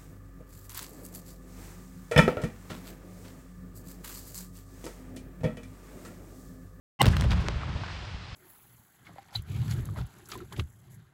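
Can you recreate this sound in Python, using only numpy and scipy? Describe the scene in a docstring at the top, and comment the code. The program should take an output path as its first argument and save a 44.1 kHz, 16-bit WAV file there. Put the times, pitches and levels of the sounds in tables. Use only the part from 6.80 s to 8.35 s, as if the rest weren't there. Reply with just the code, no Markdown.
"""Demolition charges go off in a steel plant, heard outdoors from a distance: a brief swell of wavering
tones leads into a ragged volley of sharp reports and blunt bursts, made of enveloped, filtered noise.
Damped sine pressure waves thump through the heavy rumble and boom of low filtered noise; one shock front
is a dispersed pulse. The volley sinks into the roar of the blast's echo and the hiss of falling rubble,
both made of noise grains of uneven size."""
import sys
import numpy as np
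from scipy import signal
from scipy.fft import rfft, irfft, next_fast_len
from scipy.io import wavfile
from scipy.ndimage import uniform_filter1d

SR = 44100
rng = np.random.default_rng(int(sys.argv[2]) if len(sys.argv) > 2 else 0)


def persist_wave(psi):
    """Save psi, clipped to +-1, as 16-bit WAV."""
    counts = np.round(np.clip(psi, -1, 1) * 32767).astype(np.int16)
    wavfile.write(sys.argv[1], SR, np.atleast_2d(counts).T)


N = 68355

# Tones of the brief opening swell: pitch_hz, level_db
SWELL_TONES = [(185, -24), (340, -26.5), (808, -12), (985, -23), (1086, -15), (1995, -18.5), (2085, -19),
               (2710, -24.5), (2820, -17), (3050, -18.5)]
# Level of the deep rumble: time_s, level_db; its spectrum: frequency_hz, relative_db
RUMBLE_LEVEL = [(.215, -55), (0.239, -22.5), (.30, -23), (.39, -25.5), (.47, -23), (.60, -23), (.635, -40),
                (.70, -31), (.81, -38), (.90, -30.5), (1.0, -41), (1.12, -39), (1.33, -40.5), (1.42, -44),
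                (1.55, -44.5)]
RUMBLE_SPECTRUM = [(15, -46.5), (28, -24.5), (45, -4), (64, 3), (95, -0.5), (125, -7), (170, -20.5),
                   (400, -49.5), (8000, -130)]
# Level of the structure's hollow boom: time_s, level_db; its spectrum: frequency_hz, relative_db
BOOM_LEVEL = [(.2, -40.5), (.23, -23.5), (.29, -23.5), (.34, -30), (.56, -30), (.65, -37.5), (.78, -41),
              (.93, -40), (1.1, -48.5), (1.55, -52)]
BOOM_SPECTRUM = [(40, -35), (100, -10), (130, 1.5), (160, 2), (200, -5), (240, -13), (400, -23.5),
                 (900, -50.5), (8000, -110)]
# Level of the roar among the steelwork: time_s, level_db; its spectrum: frequency_hz, relative_db
ROAR_LEVEL = [(.195, -44), (.22, -33), (.275, -40), (.30, -38.5), (.355, -42), (.385, -42), (.45, -40.5),
              (.485, -48), (.515, -36), (.55, -42.5), (.72, -43), (1.05, -44.5), (1.3, -47.5),
              (1.55, -51.5)]
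ROAR_SPECTRUM = [(100, -13), (280, -0.5), (580, -1), (1100, 1), (2200, -4.5), (3500, -9), (5500, -20),
                 (8000, -28.5), (11000, -47.5), (16000, -63)]
# Level of the volley's fine crackle: time_s, level_db; its spectrum: frequency_hz, relative_db
CRACKLE_LEVEL = [(.195, -55), (.225, -44), (.275, -49.5), (.29, -53.5), (.33, -45.5), (.355, -55.5),
                 (.44, -54), (.48, -62), (.525, -52.5), (.56, -58), (.72, -67), (.9, -92)]
CRACKLE_SPECTRUM = [(1500, -13), (4500, 5.5), (8000, -3), (11000, -9), (16000, -19)]
# Level of the falling grit: time_s, level_db; its spectrum: frequency_hz, relative_db
GRIT_LEVEL = [(.2, -62), (.6, -50.5), (.85, -54), (1.12, -46.5), (1.42, -52), (1.55, -48)]
GRIT_SPECTRUM = [(600, -13.5), (1500, -4), (2800, -1.5), (5000, -6), (6300, -16.5), (8200, -25),
                 (10000, -38), (16000, -58)]
# Reports of charges and snapping steel: start_s, envelope_peak_db, decay_s, tilt_db_per_octave
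REPORT_EVENTS = [(0.2166, -10, 0.00071, 4.5), (0.2265, -26.5, 0.0036, 3), (0.2438, -22, 0.0035, -6.5),
                 (0.2565, -20.5, .0022, 1), (0.2601, -23, 0.0006, -4), (0.2659, -23, 0.0026, 0.5),
                 (0.2809, -27.5, 0.0018, 1), (0.2872, -25.5, .0006, 1.5), (.3670, -22.5, 0.0027, -0.2),
                 (0.397, -29, 0.0027, -4.5), (0.4103, -20.5, .0005, 1.5), (0.4219, -26, .0015, -3.5),
                 (0.4401, -31.5, .003, -1), (0.5167, -30.5, 0.0024, -0.5), (.5322, -28, 0.0023, -2)]
# Spectrum of a report before its tilt: frequency_hz, relative_db
REPORT_SPECTRUM = [(100, -22.5), (350, -0.5), (1500, 3.5), (3000, -0.5), (5300, -7.5), (6600, -13.5),
                   (8000, -12.5), (10300, -19.5), (13000, -19.5), (16000, -23)]
# Blunt bursts of breaking structure: start_s, envelope_peak_db, decay_s, centre_hz
BURST_EVENTS = [(0.2169, -19.5, 0.0035, 486), (.2650, -23.5, .005, 620), (.3300, -33, 0.011, 1450),
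                (0.4212, -42, 0.0057, 1010), (0.443, -33, 0.014, 517), (.5060, -32.5, 0.005, 3460),
                (.5170, -32.5, 0.0077, 2530), (0.53, -32.5, 0.0045, 980), (.6400, -39.5, 0.052, 280),
                (0.662, -37.5, 0.0089, 1680), (0.6855, -31.5, 0.0048, 383), (.8140, -39.5, 0.0094, 1390),
                (0.833, -30, 0.0032, 1090), (.9610, -35, 0.0026, 710), (1.0354, -34, 0.008, 1200),
                (1.0800, -37.5, 0.0051, 1240)]
# Pressure waves: start_s, level_db, pitch_hz
THUMP_EVENTS = [(.2220, -18.5, 180), (0.2393, -19, 89), (0.2616, -14.5, 184), (0.2788, -8, 105),
                (.4660, -19.5, 73), (0.669, -22, 85), (.7590, -23, 70), (.8890, -22.5, 91),
                (.9530, -22.5, 100), (1.0160, -27, 111), (1.3450, -27.5, 75), (1.5250, -31.5, 83.5)]
# Spectrum of the shock front: frequency_hz, relative_db
SHOCK_SPECTRUM = [(120, -24), (400, 0), (1120, 0.5), (2500, -2), (6600, -12), (9750, -27), (16000, -51)]

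BLAST_S, ONSET_S = 0.1908, 0.0067  # start and fade-in time of the continuous layers
SWELL_PEAK_S, SWELL_RISE_S, SWELL_FALL_S = 0.2148, 0.0054, 0.0018
SWELL_WAVER = 0.015  # rms pitch deviation, as a fraction
ROAR_SCATTER_DB, ROAR_FLUTTER_DB = 3.5, 1
CRACKLE_SCATTER_DB, CRACKLE_FLUTTER_DB = 8, 3
REPORT_ATTACK_S = 0.00019
BURST_WIDTH, BURST_ATTACK_S = 0.73, 0.0011  # width sets the band edges as ratios to the centre
THUMP_CYCLES = 0.97  # cycles until the amplitude falls to 1/e
SHOCK_S, SHOCK_DB, SHOCK_SPREAD_HZ = 0.6851, -15.5, 890
LOW_CUT_HZ, TOP_HZ = 26, 15900
OVERLOAD = 0.87  # amplitude at which the microphone saturates


def undb(db):
    """Amplitude gain is ten to the power of decibels over twenty."""
    return 10 ** (np.asarray(db) / 20)


def unit(x):
    """Normalisation: dividing by the rms gives unit mean power."""
    return x / np.sqrt(np.mean(x ** 2))


def match(x, envelope):
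    """Energy matching: the sound is scaled to the total energy of its envelope."""
    return x * np.sqrt(np.sum(envelope ** 2) / (np.sum(x ** 2) + 1e-18))


def colour(x, spectrum):
    """Minimum-phase filtering: a folded cepstrum turns a magnitude curve into a causal filter."""
    hz, db = np.array(spectrum, float).T
    size = 2 * next_fast_len(N)
    f = np.maximum(np.arange(size // 2 + 1) * SR / size, 1)
    magnitude = undb(np.interp(np.log(f), np.log(hz), db))
    cepstrum = irfft(np.log(magnitude))
    # fold the negative-time half onto the positive
    cepstrum[1:size // 2] *= 2
    cepstrum[size // 2 + 1:] = 0
    response = np.exp(rfft(cepstrum))
    return irfft(rfft(x, size) * response)[:N]


def fader(t, curve):
    """Amplitude envelope: gain is interpolated in decibels and opens with the blast."""
    onset = np.clip((t - BLAST_S) / ONSET_S, 0, 1)
    return undb(np.interp(t, *np.array(curve).T)) * onset


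def smooth_twice(x, width):
    """Low-pass smoothing: two successive moving averages."""
    return uniform_filter1d(uniform_filter1d(x, width), width)


def drift(rate_hz):
    """Slow fluctuation: held random values are smoothed and scaled to rms 1."""
    hold = max(int(SR / rate_hz), 1)
    values = rng.standard_normal(N)[:N // hold + 1]
    return unit(smooth_twice(np.repeat(values, hold)[:N], hold))


def grains(scatter_db):
    """Shot noise: a dense hail of tiny impacts has log-normally scattered sizes, limited to 3 sigma."""
    impacts = rng.standard_normal(N)
    sizes = undb(scatter_db * np.clip(rng.standard_normal(N), -3, 3))
    return impacts * sizes


def strike(t, start, attack, decay):
    """Impulsive excitation: a linear rise precedes an exponential fall."""
    age = np.maximum(t - start, 0)
    rise = np.minimum(age / attack, 1)
    return rise * np.exp(-np.maximum(age - attack, 0) / decay)


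def roll(spectrum, even_s):
    """Level equalisation: filtered noise is divided by its own running rms."""
    noise = colour(rng.standard_normal(N), spectrum)
    power = smooth_twice(noise ** 2, int(even_s * SR))
    return noise / np.sqrt(power + 1e-12)


def opening_swell(t):
    """Additive synthesis: frequency-modulated tones swell for a few milliseconds, then break off."""
    rising = (t - SWELL_PEAK_S) / SWELL_RISE_S
    falling = (SWELL_PEAK_S - t) / SWELL_FALL_S
    envelope = np.exp(np.minimum(rising, falling)) * (t > BLAST_S)
    tones = 0
    for hz, db in SWELL_TONES:
        pitch = hz * (1 + SWELL_WAVER * drift(400))
        cycles = np.cumsum(pitch / SR) + rng.random()
        tones = tones + undb(db) * np.sin(2 * np.pi * cycles)
    return envelope * tones


def rumble(t):
    """Low-frequency band noise: a deep, heavy roll of evened level."""
    return fader(t, RUMBLE_LEVEL) * roll(RUMBLE_SPECTRUM, even_s=0.026)


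def boom(t):
    """Low-frequency band noise: the shifting structure booms hollowly, pitched above the rumble."""
    return fader(t, BOOM_LEVEL) * roll(BOOM_SPECTRUM, even_s=0.027)


def roar(t):
    """Diffuse superposition: countless small reflections and breakages form noise of fluttering level."""
    hail = grains(ROAR_SCATTER_DB)
    flutter = undb(ROAR_FLUTTER_DB * drift(130))
    return fader(t, ROAR_LEVEL) * unit(colour(hail * flutter, ROAR_SPECTRUM))


def crackle(t):
    """Uneven shot noise: bright, widely scattered grains flutter and fade with the volley."""
    hail = grains(CRACKLE_SCATTER_DB)
    flutter = undb(CRACKLE_FLUTTER_DB * drift(119.8))
    return fader(t, CRACKLE_LEVEL) * unit(colour(hail * flutter, CRACKLE_SPECTRUM))


def grit(t):
    """Dense shot noise: small impacts of falling grit merge into a hiss."""
    return fader(t, GRIT_LEVEL) * unit(colour(grains(scatter_db=4), GRIT_SPECTRUM))


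def reports(t):
    """Broadband impulse: random polarity makes each snap jagged, and a spectral tilt sets its brightness."""
    out = 0
    for start, db, decay, tilt in REPORT_EVENTS:
        spectrum = [(hz, level + tilt * np.log2(hz / 1000)) for hz, level in REPORT_SPECTRUM]
        push = undb(db) * strike(t, start, REPORT_ATTACK_S, decay)
        polarity = np.sign(rng.standard_normal(N))
        out = out + match(colour(push * polarity, spectrum), push)
    return out


def bursts(t):
    """Band-limited noise: each short crunch lies about one centre frequency."""
    out = 0
    ratio = 1 + BURST_WIDTH / 2
    for start, db, decay, hz in BURST_EVENTS:
        band = signal.butter(2, [hz / ratio, hz * ratio], "band", fs=SR, output="sos")
        push = undb(db) * strike(t, start, BURST_ATTACK_S, decay)
        noise = signal.sosfilt(band, rng.standard_normal(N))
        out = out + match(push * noise, push)
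    return out


def thumps(t):
    """Damped oscillation: each pressure wave pushes, sucks back and dies within a cycle or two."""
    out = 0
    for start, db, hz in THUMP_EVENTS:
        cycles = np.maximum(t - start, 0) * hz
        damping = np.exp(-(cycles / THUMP_CYCLES) ** 2)
        out = out + undb(db) * np.sin(2 * np.pi * cycles) * damping
    return out


def shock():
    """Dispersion: all-pass filters delay a pressure pulse's low notes into a very fast downward chirp."""
    impulse = 1.0 * (np.arange(N) == int(SHOCK_S * SR))
    pulse = colour(impulse, SHOCK_SPECTRUM)
    pole = np.exp(-2 * np.pi * SHOCK_SPREAD_HZ / SR)
    for _ in range(4):
        pulse = signal.lfilter([-pole, 1], [1, -pole], pulse)
    return undb(SHOCK_DB) * pulse / np.abs(pulse).max()


def scene():
    """Linear superposition: the volley, its rumble and the rubble add up in mono."""
    t = np.arange(N) / SR
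    volley = opening_swell(t) + reports(t) + bursts(t) + shock() + thumps(t)
    blast = rumble(t) + boom(t) + roar(t)
    rubble = crackle(t) + grit(t)
    return (volley + blast + rubble)[None]


def record(dry):
    """Band limits and saturation: the microphone loses deep bass and rounds peaks; the recorder cuts the top."""
    low_cut = signal.butter(2, LOW_CUT_HZ, "high", fs=SR, output="sos")
    thin = signal.sosfilt(low_cut, dry)
    rounded = thin / (1 + (thin / OVERLOAD) ** 4) ** 0.25
    top_cut = signal.ellip(8, 0.2, 70, TOP_HZ, fs=SR, output="sos")  # ripple and stopband in dB
    return signal.sosfilt(top_cut, rounded)


dry = scene()
out = record(dry)
persist_wave(out)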